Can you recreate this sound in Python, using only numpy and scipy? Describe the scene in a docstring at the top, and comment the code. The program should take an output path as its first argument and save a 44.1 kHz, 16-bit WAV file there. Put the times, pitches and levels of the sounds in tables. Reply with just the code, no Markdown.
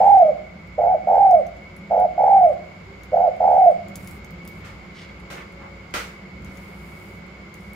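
"""A spotted dove coos in a bamboo cage in a small hard-walled room, close to a stereo pair of microphones.
Its voice is a rolled near-sine: a short rolled note, then a long one that clears and falls, with a thin whistle.
One soft hoot is a plain sine. Claws tick on the perches and feathers rustle, as filtered noise bursts.
Something clacks farther off, in coloured noise. An appliance hums and whines throughout, over rumble and hiss."""
import sys
import numpy as np
from scipy import signal
from scipy.fft import rfft, irfft, next_fast_len
from scipy.io import wavfile
from scipy.ndimage import uniform_filter1d

SR = 44100
rng = np.random.default_rng(int(sys.argv[2]) if len(sys.argv) > 2 else 0)


def transcribe(u):
    """Save the signal u as a 16-bit wav file named by the first command-line argument.

    u: samples, shape (n,) or (channels, n), limited to [-1, 1]; the rate is SR.
    q: integer samples, one column per channel.
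    """
    v = np.clip(np.atleast_2d(u).T, -1, 1)
    q = np.round(v * 32767).astype(np.int16)
    wavfile.write(sys.argv[1], SR, q)


N = 341769
TIME = np.arange(N) / SR

# the short rolled notes, before their glides and swells: start_s, end_s, base_level_db, base_pitch_hz,
# base_breaks_per_s, hard_roll_s (how long it lasts), scoop_hz (how far below its pitch it starts)
SHORT_NOTES = [(.771, .965, -17.5, 774, 99.3, 0.11, 250), (1.902, 2.068, -17, 789, 104, .11, 0),
               (3.115, 3.295, -16.5, 765.7, 96, .095, 250.5)]
# the long notes, likewise: start_s, end_s, base_level_db, base_pitch_hz, base_breaks_per_s, hard_roll_s,
# drop_after_s (from the start of the note), whistle_db
LONG_NOTES = [(-.03, 0.313, -13.5, 846.5, 102, .09, 0.26, -75),
              (1.066, 1.414, -15.5, 837.4, 90, .13, 0.29, -67.5),
              (2.174, 2.521, -15.5, 839.2, 72, .122, .287, -67.5),
              (3.398, 3.721, -15.5, 824, 80, .18, 0.3, -67.5)]
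HARD_DEPTH = 0.89   # depth, 0-1, of the roll that starts every note
DROP_S = .006   # width of the pitch drop near the end of every note


def from_db(db):
    """Decibels to gain."""
    return 10 ** (np.asarray(db) / 20)


def rms_one(x):
    """Scale to rms 1."""
    return x / np.sqrt(np.mean(x ** 2) + 1e-20)


def in_time(rows):
    """Each column of a curve, after its time column, at every sample."""
    s, *columns = np.transpose(rows)
    return [np.interp(TIME, s, c) for c in columns]


def at_hz(points, hz):
    """Read a spectrum on a log-frequency axis."""
    point_hz, value = np.array(points).T
    return np.interp(np.log(np.maximum(hz, 1)), np.log(point_hz), value)


def band(x, low_hz, high_hz, order=2):
    """Butterworth band-pass."""
    edges_hz = [low_hz, min(high_hz, SR / 2 - 1000)]
    sos = signal.butter(order, edges_hz, "band", fs=SR, output="sos")
    return signal.sosfilt(sos, x + 1e-18)


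def step(t, at_s, width_s):
    """A smooth change from 0 to 1."""
    return .5 + .5 * np.tanh((t - at_s) / (2 * width_s))


def short_note(start, end, db, hz, per_s, roll_s, scoop_hz):
    """A hard roll that eases but never clears; the note swells and rises a little, then its pitch gives way."""
    swell_db_per_s, rise_hz_per_s = 11, 120   # the bird pushes harder as the note goes on
    eased_depth, eased_per_s, ease_s = 0.4, 98, .01
    drop_hz, drop_lead_s = 90.4, 0.016   # just before the end
    t = np.arange(0, end - start, 1 / SR)
    eased = step(t, roll_s, ease_s)
    pitch_hz = hz + rise_hz_per_s * t - drop_hz * step(t, t[-1] - drop_lead_s, DROP_S)
    breaks_per_s = per_s + (eased_per_s - per_s) * eased
    depth = HARD_DEPTH + (eased_depth - HARD_DEPTH) * eased
    return held_note(start, t, db + swell_db_per_s * t, pitch_hz, breaks_per_s, depth, scoop_hz)


def long_note(start, end, db, hz, per_s, roll_s, drop_after_s):
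    """A hard roll clears into a swelling, sinking tone with ever rarer breaks, then drops to a low register."""
    swell_db_per_s, sag_hz, sag_power = 8, 143.6, 2.8   # it grows steadily and sinks ever faster
    low_hz, scoop_hz = 638, 208.7
    clear_s, clear_gain_db = 0.0046, 2.5   # the hard roll gives way quickly to a louder tone
    thin_depth, thin_per_s = 0.29, 52   # breaks left just after the tone clears
    last_depth, last_per_s = .17, 26   # breaks at its end
    t = np.arange(0, end - start, 1 / SR)
    cleared = step(t, roll_s, clear_s)
    high_hz = hz - sag_hz * (t / drop_after_s) ** sag_power
    pitch_hz = high_hz + (low_hz - high_hz) * step(t, drop_after_s, DROP_S)
    clear_per_s = np.interp(t, [roll_s, t[-1]], [thin_per_s, last_per_s])
    clear_depth = np.interp(t, [roll_s, t[-1]], [thin_depth, last_depth])
    level_db = db + swell_db_per_s * t + clear_gain_db * cleared
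    breaks_per_s = per_s + (clear_per_s - per_s) * cleared
    depth = HARD_DEPTH + (clear_depth - HARD_DEPTH) * cleared
    return held_note(start, t, level_db, pitch_hz, breaks_per_s, depth, scoop_hz)


def held_note(start, t, level_db, pitch_hz, per_s, depth, scoop_hz):
    """Add a soft attack, a slide up and a final slump; loudness follows the throat. Rows as syrinx() reads them."""
    # how well each pitch carries out of the throat: pitch_hz, gain_db
    throat_gain = [(500, -16.5), (600, -8), (640, -6.5), (680, 1.5), (708, 3), (745, -1.5), (800, 0.5),
                   (860, 1)]
    scoop_s, slump_hz, slump_s = .016, 164.7, .012
    attack_db, attack_s = 11.5, 0.0048   # notes start this much softer
    slide_in = scoop_hz * np.exp(-t / scoop_s)
    slump = slump_hz * np.exp((t - t[-1]) / slump_s)
    pitch_hz = pitch_hz - slide_in - slump
    level_db = level_db - attack_db * np.exp(-t / attack_s) + at_hz(throat_gain, pitch_hz)
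    return np.column_stack([start + t, level_db, pitch_hz, per_s, depth])


def syrinx():
    """All notes in order: level dB, pitch Hz, breaks per s and depth of the roll at every sample."""
    short = [short_note(*note) for note in SHORT_NOTES]
    long = [long_note(*note[:-1]) for note in LONG_NOTES]
    rows = np.vstack(short + long)
    return in_time(rows[np.argsort(rows[:, 0])])


def roll(pitch_hz, per_s, depth, jitter, gap_s, recover_s, sag, overshoot):
    """The syrinx stalls repeatedly; after each break the tone restarts low and sweeps up. Returns gain, pitch."""
    hurry = np.interp(TIME, np.linspace(0, TIME[-1], 700), rng.standard_normal(700))
    clock = np.cumsum(per_s * np.exp(jitter * hurry)) / SR   # counts the breaks
    since = clock % 1 / per_s
    until = (1 - clock % 1) / per_s
    drag, push = rng.uniform(-1, 1, (2, 2000))[:, clock.astype(int)]   # drawn afresh for each break
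    depth = np.clip(depth, 0, 1)
    shut = depth * (2 - depth)   # even a half-hearted stall nearly closes the valve
    opening = 1 - shut * np.exp(-(np.minimum(since, until) / gap_s) ** 2)
    gain = opening * from_db(2.8 * push * depth)
    # no two stalls drag the pitch equally far; after a deep one it climbs past the clear tone
    dragged = sag * np.exp(0.45 * drag) * depth * np.exp(-since / recover_s)
    bend = 1 + overshoot * depth ** 2 - dragged
    steady_gain = gain / np.sqrt(uniform_filter1d(gain ** 2, size=SR // 25))   # breaks cost no average power
    return steady_gain, pitch_hz * bend


def dove(edge_s, octave_db, rasp_db, air_db):
    """A near sine, rolled by the syrinx and rounded by the swollen throat; a trace of octave and rasp escapes."""
    level_db, held_hz, per_s, roughness = syrinx()
    voiced = 0
    for start, end, *_ in [*SHORT_NOTES, *LONG_NOTES]:
        voiced = voiced + np.clip(np.minimum(TIME - start, end - TIME) / edge_s + .5, 0, 1)
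    gain, pitch_hz = roll(held_hz, per_s, roughness, jitter=.22, gap_s=0.0019, recover_s=.005,
                          sag=.5, overshoot=0.1)
    flutter = .025 * rms_one(band(rng.standard_normal(N), 40, 160)) * roughness
    phase = 2 * np.pi * np.cumsum(pitch_hz * (1 + flutter)) / SR
    effort = from_db(level_db) * voiced * gain * np.sqrt(2)
    tone = band(effort * np.sin(phase), 468, 888, order=4)
    # the octave lies above the throat's resonance, so it does not swell with the tone
    octave = from_db(octave_db) * voiced * gain * np.sin(2 * phase)
    rasp = from_db(rasp_db) * rms_one(band(rng.standard_normal(N), 420, 1400))
    air = from_db(air_db) * rms_one(band(rng.standard_normal(N), 2000, 7300))
    return tone + octave + effort * (rasp + air) * roughness


def whistles(waver_hz):
    """Air sings very high while the long note is pushed out, sinking with the pressure."""
    after_s, length_s, start_hz, sag_hz_per_s = .04, 0.33, 9150, 2600
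    out = np.zeros(N)
    waver = rms_one(band(rng.standard_normal(N), 30, 400))
    for start, *_, db in LONG_NOTES:
        along = np.clip((TIME - start - after_s) / length_s, 0, 1)
        hz = start_hz - sag_hz_per_s * length_s * along + waver_hz * waver
        swell = np.sqrt(8 * along * (1 - along))
        out += from_db(db) * swell * np.sin(2 * np.pi * np.cumsum(hz) / SR)
    return out


def soft_hoot():
    """The dove gives one quiet, low hoot between calls: a sine that swells and fades."""
    at_s, length_s, hoot_hz, hoot_db = 2.86, .1, 390, -47
    along = np.clip((TIME - at_s) / length_s, 0, 1)
    return from_db(hoot_db) * np.sqrt(2) * np.sin(np.pi * along) * np.sin(2 * np.pi * hoot_hz * TIME)


def ticks(decay_s, scuff_s, scuff_db, ring_db, level_db):
    """A claw snaps on bamboo: a bright crack, a short scuff as it slides, and a brief ring."""
    # claws on perch and bars: start_s, peak_db (before level_db), ring_hz
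    claw_touches = [(0.185, -42, 5950), (1.31, -38, 5905), (1.4662, -45, 6160), (1.7641, -46, 10300),
                    (1.9985, -42.5, 10540), (3.0343, -43.5, 6540), (3.8835, -41.5, 6900),
                    (3.9563, -25.5, 6510), (4.0462, -38, 9850), (4.074, -31.5, 10600), (4.1105, -36, 8000),
                    (4.2456, -40.5, 6200), (4.3066, -42, 14400), (4.4506, -41, 9100),
                    (4.4764, -31.5, 14100), (6.4464, -40.5, 6750), (6.5725, -40, 6800),
                    (7.5413, -39.5, 6560), (7.7333, -38.5, 12800)]
    faint_per_s, faint_db = 2.7, -50   # lighter touches fall at random, up to this level before level_db
    out, t = np.zeros(N + SR), TIME[:SR // 20]
    lowest, highest = [0, faint_db - 6, 5500], [TIME[-1], faint_db, 11000]
    faint = rng.uniform(lowest, highest, (round(faint_per_s * TIME[-1]), 3))
    touches = np.vstack([claw_touches, faint])
    for (s, db, hz), grit in zip(touches, rng.standard_normal((len(touches), len(t)))):
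        contact = grit * (np.exp(-t / decay_s) + from_db(scuff_db) * np.exp(-t / scuff_s))
        crack = band(contact, 3500, 17000)
        tick = crack + from_db(ring_db) * band(crack, hz / 1.1, hz * 1.1)
        out[round(s * SR):][:len(t)] += from_db(db + level_db) * tick / np.abs(tick).max()
    return out[:N]


def rustles(grain_db):
    """Feathers, litter and two dull scuffs sound as short grainy swells of band-passed noise."""
    # feathers and litter, plus two low, dull scuffs that come with the clack at 5.3 s:
    # start_s, length_s, level_db, centre_hz
    brushes = [(0.025, 0.14, -63, 9000), (3.94, 0.25, -57, 10280), (4.473, 0.15, -66, 11000),
               (4.601, 0.12, -54, 1840), (4.94, 0.12, -50.5, 3000), (5.058, 0.071, -57, 2480),
               (5.297, 0.073, -49.5, 620), (5.348, 0.086, -46.5, 1580), (5.596, 0.055, -48.5, 945),
               (6.48, 0.23, -63, 10000), (6.676, 0.53, -61.5, 10900), (7.534, 0.2, -66.5, 8200)]
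    out = np.zeros(N)
    grains = rng.standard_normal(N) * from_db(grain_db * rms_one(band(rng.standard_normal(N), 26, 300)))
    for s, length, db, hz in brushes:
        along = np.clip((TIME - s) / length, 0, 1)
        swell = np.sqrt(4 * along * (1 - along))
        out += from_db(db) * swell * rms_one(band(grains, hz / 1.65, hz * 1.65))
    return out


def at_microphones(x, lag_s, pan_db):
    """The sound reaches the right side a little later; pan is left minus right."""
    left = x * from_db(pan_db / 2)
    right = np.interp(TIME - lag_s, TIME, x) * from_db(-pan_db / 2)
    return np.array([left, right])


def room(x, build_s):
    """Diffuse reverberation: it builds up, then dies band by band, differently on each side."""
    # reverberation time of the hard-walled room: frequency_hz, t60_s
    room_t60 = [(200, 1), (700, 0.31), (2000, 0.14), (6000, 0.05), (15000, 0.098)]
    t, tail = TIME[:SR * 2 // 3], 0
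    edges = np.geomspace(100, 18000, 11)
    for low, high in zip(edges, edges[1:]):
        noise = band(rng.standard_normal((2, len(t))), low, high)
        tail = tail + noise * 1e-3 ** (t / at_hz(room_t60, np.sqrt(low * high)))
    tail = tail * (1 - np.exp(-(t / build_s) ** 2))
    response = rms_one(tail) / np.sqrt(len(t))
    return signal.fftconvolve(np.atleast_2d(x), response, axes=1)[:, :N]


def stereo_noise(gain_at):
    """Steady noise with the given gain by frequency; the two sides are most alike in the bass; rms 1."""
    # how alike left and right are: frequency_hz, likeness (0-1)
    side_likeness = [(60, 0.98), (240, 0.97), (480, .65), (950, 0.043), (2000, 0.26), (4000, 0),
                     (15000, 0.2)]
    size = next_fast_len(N)
    hz = np.arange(size // 2 + 1) * SR / size
    alike = np.clip(at_hz(side_likeness, hz), -1, 1)
    mid, side = rfft(rng.standard_normal((2, size)))
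    pair = np.sqrt(1 + alike) * mid + np.sqrt(1 - alike) * side * [[1], [-1]]
    return rms_one(irfft(gain_at(hz) * pair, size)[:, :N])


def coloured(spectrum):
    """Stereo noise that follows a spectrum table, scaled to rms 1."""
    return stereo_noise(lambda hz: from_db(at_hz(spectrum, hz)))


def narrow_lines(lines):
    """Wavering tones: noise in narrow, steep-sided resonances."""
    def gain_at(hz):
        power = 0
        for centre, width, db in lines:
            power = power + from_db(db) ** 2 / width / (1 + (2 * (hz - centre) / width) ** 2) ** 2
        return np.sqrt(power)

    total = np.sqrt(sum(from_db(db) ** 2 for _, _, db in lines))
    return total * stereo_noise(gain_at)


def clacks(hold_s, body_t60, treble_t60):
    """Something hard lands some way off: a dense cluster of reflections, then a tail whose treble dies first."""
    # clacks across the room: start_s, level_db
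    landings = [(4.647, -45.5), (5.302, -37.5), (5.39, -66), (5.939, -25.5), (6.456, -52.5)]
    # their colour: frequency_hz, relative_density_db (per Hz)
    clack_colour = [(150, -17), (300, -10.5), (480, -8), (700, -13), (1000, -13), (1400, -4), (1700, -11),
                    (2000, -7.5), (3300, -16.5), (6500, -21.5), (9000, -27.5), (15000, -33)]
    noise = coloured(clack_colour)
    body = signal.sosfilt(signal.butter(1, 5000, fs=SR, output="sos"), noise)
    treble = noise - body

    def envelope(t60):
        power = 0
        for s, db in landings:
            fallen_db = 60 * np.maximum(TIME - s - hold_s, 0) / t60
            power = power + from_db(2 * (db - fallen_db)) * (TIME >= s)
        return np.sqrt(power)

    return body * envelope(body_t60) + treble * envelope(treble_t60)


def background(rumble_trim_db, hiss_trim_db):
    """The appliance's hum and whine, wavering lines over a steady sine, with the room's rumble and hiss."""
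    # room noise, before the trims, rising briefly at 6.5 s with the low thump of a landing: time_s, rumble_db,
    # hiss_db
    air_levels = [(0.0, -46, -57), (0.45, -45.5, -63.5), (3.71, -46, -61), (4.01, -41.5, -60.5),
                  (6.17, -47.5, -61.5), (6.5, -37.5, -61.5), (6.56, -44.5, -60.5), (7.75, -45.5, -61.5)]
    # colour of the rumble: frequency_hz, relative_density_db (per Hz)
    rumble_colour = [(25, -34.5), (40, -20), (55, -6), (75, -5), (100, -10), (122, -13), (145, -7),
                     (178, 0), (205, -4.5), (230, -15), (330, -15.5), (500, -40.5), (900, -85)]
    # colour of the hiss: frequency_hz, relative_density_db (per Hz)
    hiss_colour = [(260, -9), (380, 2.5), (520, 0), (800, -2.5), (1400, -2), (1750, -9), (2300, -8.5),
                   (3000, -11.5), (3700, -17), (5000, -16.5), (5700, -25.5), (7400, -22), (8000, -35),
                   (15000, -38.5)]
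    # hum of the motor: centre_hz, width_hz, level_db
    motor_hum = [(58.7, 8, -56), (97.8, 2.8, -53), (201.8, 4, -52.5), (357.4, 27, -57), (520, 9.4, -64.5),
                 (555, 3.4, -59)]
    # its high ringing: centre_hz, width_hz, level_db
    motor_whine = [(2025, 50, -61), (2120, 140, -53.5), (2216.5, 71, -50)]
    hum_hz, hum_db = 61.9, -53   # steady low hum
    rumble_db, hiss_db = in_time(air_levels)
    rumble = from_db(rumble_db + rumble_trim_db) * coloured(rumble_colour)
    steady_hum = from_db(hum_db) * np.sqrt(2) * np.sin(2 * np.pi * hum_hz * TIME)
    hiss = from_db(hiss_db + hiss_trim_db) * coloured(hiss_colour)
    return rumble + hiss + steady_hum + narrow_lines(motor_hum) + narrow_lines(motor_whine)


def scene():
    """The dove and the small noises close by, their reverberation, and the far sounds of the room."""
    coos = dove(edge_s=.013, octave_db=-52, rasp_db=-36, air_db=-54)
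    voice = from_db(0.37) * coos + soft_hoot() + whistles(waver_hz=180)
    claws = ticks(decay_s=0.0019, scuff_s=0.011, scuff_db=-13.0, ring_db=3, level_db=2.0)
    brushing = rustles(grain_db=3.0)
    near_voice = at_microphones(voice, lag_s=.00013, pan_db=-1.5)
    near_noises = at_microphones(claws + brushing, lag_s=.00002, pan_db=1)
    wet = room(from_db(-15.5) * voice + from_db(-4.5) * claws + brushing, build_s=.007)
    far = clacks(hold_s=0.028, body_t60=0.43, treble_t60=0.38)
    far = far + background(rumble_trim_db=1.1, hiss_trim_db=14.0)
    balance = from_db([[-.45], [.45]])   # left, right
    return (near_voice + near_noises + wet + far) * balance


def record(dry):
    """The top is cut steeply by an elliptic low-pass."""
    cutoff_hz = 15600
    return signal.sosfilt(signal.ellip(10, .1, 90, cutoff_hz, fs=SR, output="sos"), dry)


dry = scene()
out = record(dry)
transcribe(out)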